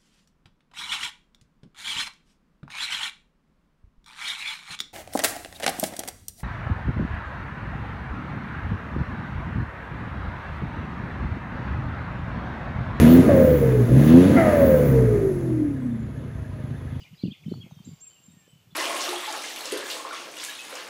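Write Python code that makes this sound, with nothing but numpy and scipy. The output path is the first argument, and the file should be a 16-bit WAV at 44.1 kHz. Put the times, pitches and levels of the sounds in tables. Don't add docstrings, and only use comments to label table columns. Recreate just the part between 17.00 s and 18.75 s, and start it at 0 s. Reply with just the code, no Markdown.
import sys
import numpy as np
from scipy import signal
from scipy.fft import rfft, irfft
from scipy.io import wavfile

SR = 44100
rng = np.random.default_rng(int(sys.argv[2]) if len(sys.argv) > 2 else 0)


def materialize(psi):
    bounded = np.clip(np.atleast_2d(psi).T, -1, 1)
    quanta = np.round(bounded * 32767).astype(np.int16)
    wavfile.write(sys.argv[1], SR, quanta)


N = 77175
TIME = np.arange(N) / SR
NOTE_EDGE_S = 0.0065


def songbird(unsteady=0.01443, trill_hz=92, fade_db_per_s=103):
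    # time_s, pitch_hz, level_db
    notes = [
        [(.006, 3114, -69), (.02, 2963, -52), (.032, 2907, -52), (.04, 2378, -64.5), (.057, 2415, -50)],
        [(.008, 4750, -59), (.016, 4950, -64), (.032, 4690, -60), (.037, 3560, -55.5), (.044, 2900, -50)],
        [(.138, 3150, -55), (.143, 2675, -56.5), (.146, 2070, -64), (.153, 1740, -61.5)],
        [(.179, 3810, -52), (.19, 4120, -69), (.198, 4120, -48.5), (.209, 4210, -53.5), (.218, 3820, -52)],
        [(.19, 3450, -56), (.205, 2930, -66), (.212, 2280, -60), (.238, 2306, -71)],
        [(.227, 4276, -52), (.231, 3400, -52.5), (.24, 3120, -66), (.246, 2800, -48.5), (.26, 2740, -60.5),
         (.266, 3730, -46)],
        [(.27, 3200, -52.5), (.276, 2750, -49), (.281, 2500, -64), (.295, 2477, -56), (.32, 2520, -74)],
        [(.303, 3000, -58), (.314, 3220, -41.5), (.323, 3520, -41.5), (.328, 2860, -51), (.336, 2356, -51.5),
         (.344, 3100, -49)],
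        [(.433, 2964, -67), (.439, 2370, -54), (.449, 1780, -67)],
        [(.458, 3285, -52.5), (.466, 3008, -56.5), (.48, 3090, -57.5), (.58, 3047, -65)],
        [(.49, 3700, -61), (.499, 4390, -62), (.508, 4560, -59), (.52, 4230, -65)],
        [(.523, 4130, -58), (.54, 4270, -58), (.554, 4535, -61.5), (.592, 4350, -65)],
        [(.598, 3280, -68), (.614, 3283, -47.5), (.629, 3237, -48), (.637, 2440, -58.5)],
    ]
    # start_s, length_s, level_db, centre_hz, swing_ratio
    trills = [(0.064, 0.025, -59, 2500, 0.16), (0.218, 0.067, -52.5, 4560, 0.055),
              (.351, 0.048, -56, 2612, 0.19), (.639, 0.054, -58, 2400, .11)]
    out = song(notes, unsteady)
    for start_s, length_s, level_db, centre_hz, swing_ratio in trills:
        t = np.maximum(TIME - start_s, 0)
        pitch_hz = centre_hz * (1 - swing_ratio * np.cos(2 * np.pi * trill_hz * t))
        window = gate(start_s - NOTE_EDGE_S, start_s + length_s, NOTE_EDGE_S)
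        out += whistle(pitch_hz, from_db(level_db - fade_db_per_s * t) * window, unsteady)
    return among_trees(out, wet_db=-7.5)


def high_whistler():
    # time_s, pitch_hz, level_db
    notes = [
        [(.824, 4300, -63), (.841, 5100, -71), (.849, 6730, -56), (.855, 7530, -52.5), (.862, 7350, -54),
         (.9, 7270, -60.5), (.96, 7320, -70)],
        [(.997, 4830, -62), (1.005, 6440, -56), (1.011, 7280, -49.5), (1.027, 7450, -41.5), (1.058, 7430, -59),
         (1.077, 7440, -43), (1.092, 7296, -60), (1.14, 7370, -62)],
        [(1.229, 6620, -74), (1.239, 7410, -55.5), (1.284, 7354, -55)],
        [(1.3, 7400, -62), (1.32, 7450, -61), (1.345, 7350, -68)],
        [(1.37, 7480, -68), (1.405, 7530, -62.5), (1.44, 7490, -71), (1.468, 7370, -66)],
    ]
    return among_trees(song(notes, unsteady=0.00335), wet_db=-7)


def far_birds():
    # start_s, length_s, level_db, start_hz, end_hz
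    calls = [ (.153, 0.0068, -64, 4830, 4700), (.168, 0.025, -68, 5180, 4370),
             (.445, 0.035, -76, 5270, 5350), (.47, 0.13, -74, 3560, 3265), (.491, 0.095, -78.5, 7240, 6840),
             (.61, 0.019, -77, 5180, 4560), (.645, .028, -79, 6380, 6640), (.7, 0.041, -73.5, 6350, 6110),
             (.708, 0.028, -70.5, 3890, 3505), (.749, 0.0067, -69, 6050, 5220),
             (.755, 0.065, -70, 3243, 3097), (.76, 0.073, -77, 3610, 3590), (.79, 0.071, -80, 6230, 6400),
             (.844, 0.014, -66.5, 3760, 4070), (.855, 0.081, -74, 4720, 4730),
             (.877, 0.0167, -73, 3292, 3980), (.888, .017, -70, 3050, 3140), (1.03, .045, -72, 2800, 2364),
             (1.09, 0.038, -75.5, 4760, 4410), (1.101, 0.037, -68, 3093, 3032),
             (1.152, .045, -69, 2841, 2803), (1.21, 0.072, -87, 3040, 3060), (1.29, 0.014, -73, 3735, 3690),
             (1.305, 0.039, -77, 8050, 8430), (1.361, 0.043, -75.5, 2850, 2820),
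             (1.38, 0.1, -86, 3540, 3580), (1.405, 0.064, -77.5, 2290, 2555),
             (1.453, 0.085, -70.5, 3080, 3000), (1.476, .042, -73.5, 7850, 8050),
             (1.529, .11, -80, 3060, 2892), (1.706, 0.024, -68, 3464, 3400),
             (1.711, 0.016, -70.5, 3600, 4330), ]
    return among_trees(slurs(calls, unsteady=0.012), wet_db=-1.5)


def fluting_bird():
    # start_s, length_s, level_db, start_hz, end_hz
    calls = [(.84, 0.11, -79, 2035, 2293), (.895, 0.11, -76.5, 1095, 1106),
             (1.335, 0.14, -73.5, 1902, 1720)]
    return among_trees(slurs(calls, unsteady=0.007), wet_db=-13.5)


def chorus():
    # time_s, level_db
    levels = [(0, -60), (.11, -67.5), (.24, -67), (.36, -69), (.42, -67), (.52, -65.5), (.75, -70),
              (.9, -66.5), (1.2, -69.5), (1.55, -70), (1.75, -71)]
    # freq_hz, gain_db
    colour = [(1400, -23.5), (2200, 1), (2950, 4.5), (3800, -0.5), (4700, -1), (6500, -3), (9000, -19)]
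    return noise(levels, colour)


def bumps(low_hz=104, high_hz=730):
    # start_s, level_db, pitch_hz, swell_s
    pushes = [ (.002, -46.5, 129, 0.0027), (0.015, -40, 144, 0.0049), (0.105, -42.5, 124.5, 0.014),
              (0.127, -36, 158, 0.0063), (0.2355, -13, 194.5, 0.0025), (0.2453, -20.5, 173.4, 0.0083),
              (0.2545, -25, 255, 0.0018), (0.261, -33.5, 317, 0.0084), (0.2799, -18.5, 185, 0.0032),
              (.293, -36.5, 154.4, 0.011), (0.316, -32, 205, 0.0037), (.414, -47.5, 121, 0.0073),
              (0.459, -25, 171.4, 0.0062), (0.479, -23.5, 198, 0.004), (0.5143, -25, 264, 0.0024),
              (0.5193, -17.5, 249, 0.002), (0.551, -36, 222, 0.0062), (0.572, -31.5, 195, 0.0031),
              (0.598, -32.5, 145, 0.0034), (.638, -36, 175, 0.004), (0.661, -37.5, 183, 0.003),
              (0.718, -34, 145, 0.0048), (0.765, -38.5, 142, 0.0062), (0.801, -35.5, 157, 0.0041),
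              (.859, -37, 142, 0.0066), (0.872, -32.5, 227, 0.0041), (0.888, -33, 163, 0.0024),
              (0.904, -40.5, 161.4, 0.012), (.929, -36, 146, 0.0048), (1.202, -54.5, 163, 0.0027),
              (1.28, -41.5, 187, 0.0049), (1.301, -45.5, 163, 0.0048), (1.334, -49.5, 213, 0.0039),
              (1.366, -43, 166.6, 0.0051), (1.4766, -48, 240, 0.0015), (1.528, -45.5, 135, 0.0057),
              (1.554, -48, 145, 0.005), (1.667, -45, 125, 0.0062), (1.723, -44, 157, 0.0047), ]
    out = np.zeros(N)
    for start_s, level_db, pitch_hz, swell_s in pushes:
        t = np.maximum(TIME - start_s, 0)
        envelope = (t / swell_s * np.exp(1 - t / swell_s)) ** 2
        out += from_db(level_db) * envelope * np.sin(2 * np.pi * pitch_hz * t)
    return butterworth(butterworth(out, 2, low_hz, "high"), 4, high_hz, "low")


def ticks(edge_ratio=1.466):
    # start_s, peak_db, centre_hz, decay_s
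    scuffs = [(0.042, -56, 720, 0.017), (0.538, -42, 840, 0.0015), (0.663, -51, 480, 0.0074),
              (0.71, -46, 770, 0.0021), (0.79, -55, 770, 0.0024), (1.478, -55, 423, 0.0021)]
    out = np.zeros(N)
    for start_s, peak_db, centre_hz, decay_s in scuffs:
        envelope = (TIME > start_s) * np.exp(-np.abs(TIME - start_s) / decay_s)
        burst = rng.standard_normal(N) * envelope + 1e-18
        burst = butterworth(burst, 3, [centre_hz / edge_ratio, centre_hz * edge_ratio], "band")
        out += from_db(peak_db) * burst / np.abs(burst).max()
    return out


def rumble():
    # time_s, level_db
    levels = [(0, -55.5), (.09, -63), (.2, -74), (.29, -37), (.35, -76), (.44, -52), (.55, -37.5),
              (.69, -61.5), (.83, -60), (.91, -47), (.99, -76), (1.16, -77.5), (1.33, -59.5), (1.45, -70),
              (1.75, -62.5)]
    # freq_hz, gain_db
    colour = [(25, -68), (50, -22), (100, 3), (170, 2.5), (250, -15.5), (400, -16), (700, -33.5),
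              (1500, -58)]
    return noise(levels, colour)


def hiss():
    # time_s, level_db
    levels = [(0, -65), (.42, -67), (.49, -62), (.55, -64.5), (.72, -64.5), (1.5, -67)]
    # freq_hz, gain_db
    colour = [(25, -17), (60, 6.5), (150, 13.5), (300, 6), (600, 3.5), (1000, 2.5), (1500, 0.5), (3000, -7),
              (5000, -32.5), (7000, -4.5), (9500, -10), (15000, -5)]
    return noise(levels, colour)


def song(notes, unsteady):
    out = np.zeros(N)
    for note in notes:
        pitch_hz, level_db = in_time(note)
        window = gate(note[0][0] - NOTE_EDGE_S / 2, note[-1][0] + NOTE_EDGE_S / 2, NOTE_EDGE_S)
        out += whistle(pitch_hz, from_db(level_db) * window, unsteady)
    return out


def slurs(calls, unsteady):
    out = np.zeros(N)
    for start_s, length_s, level_db, start_hz, end_hz in calls:
        end_s = start_s + length_s
        pitch_hz = np.interp(TIME, [start_s, end_s], [start_hz, end_hz])
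        window = gate(start_s, end_s, edge_s=0.032 * length_s)
        out += whistle(pitch_hz, from_db(level_db) * window, unsteady)
    return out


def whistle(pitch_hz, gain, unsteady, flutter_db=1.5):
    phase = 2 * np.pi * np.cumsum(pitch_hz * (1 + unsteady * waver(cutoff_hz=214))) / SR
    flutter = from_db(flutter_db * waver(cutoff_hz=29))
    return np.sqrt(2) * gain * flutter * np.sin(phase)


def among_trees(direct, wet_db):
    trees = echo_cloud(t60_s=0.57, delay_s=0.012)
    nearby = from_db(-2) * echo_cloud(t60_s=0.086, delay_s=0.0046)
    return direct + from_db(wet_db) * signal.fftconvolve(direct, trees + nearby)[:N]


def echo_cloud(t60_s, delay_s):
    t = TIME[:SR]
    echoes = rng.standard_normal(SR) * from_db(-60 * t / t60_s) * (t > delay_s)
    return echoes / np.linalg.norm(echoes)


def noise(levels, colour):
    freq_hz, gain_db = np.transpose(colour)
    bins_hz = np.maximum(np.arange(N // 2 + 1) * SR / N, 1)
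    shape = from_db(np.interp(np.log(bins_hz), np.log(freq_hz), gain_db))
    x = irfft(rfft(rng.standard_normal(N)) * shape, N)
    return from_db(in_time(levels)[0]) * x / x.std()


def waver(cutoff_hz):
    x = butterworth(rng.standard_normal(N), 2, cutoff_hz, "low")
    return x / x.std()


def gate(start_s, end_s, edge_s):
    ramp = np.clip(np.minimum(TIME - start_s, end_s - TIME) / edge_s, 0, 1)
    return np.sin(np.pi / 2 * ramp) ** 2


def in_time(rows):
    time_s, *columns = np.transpose(rows)
    return [np.interp(TIME, time_s, column) for column in columns]


def butterworth(x, order, edges_hz, kind):
    return signal.sosfilt(signal.butter(order, edges_hz, kind, fs=SR, output="sos"), x)


def from_db(db):
    return 10 ** (np.asarray(db) / 20)


def scene():
    near = from_db(-2) * songbird() + from_db(-2.5) * high_whistler()
    far = from_db(1) * far_birds() + fluting_bird() + chorus()
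    handling = bumps() + ticks() + rumble()
    return (near + far + handling + hiss())[None]


def record(dry):
    cutoff_hz = 15400
    return signal.fftconvolve(dry, signal.firwin(511, cutoff_hz, fs=SR)[None], "same")


dry = scene()
out = record(dry)
materialize(out)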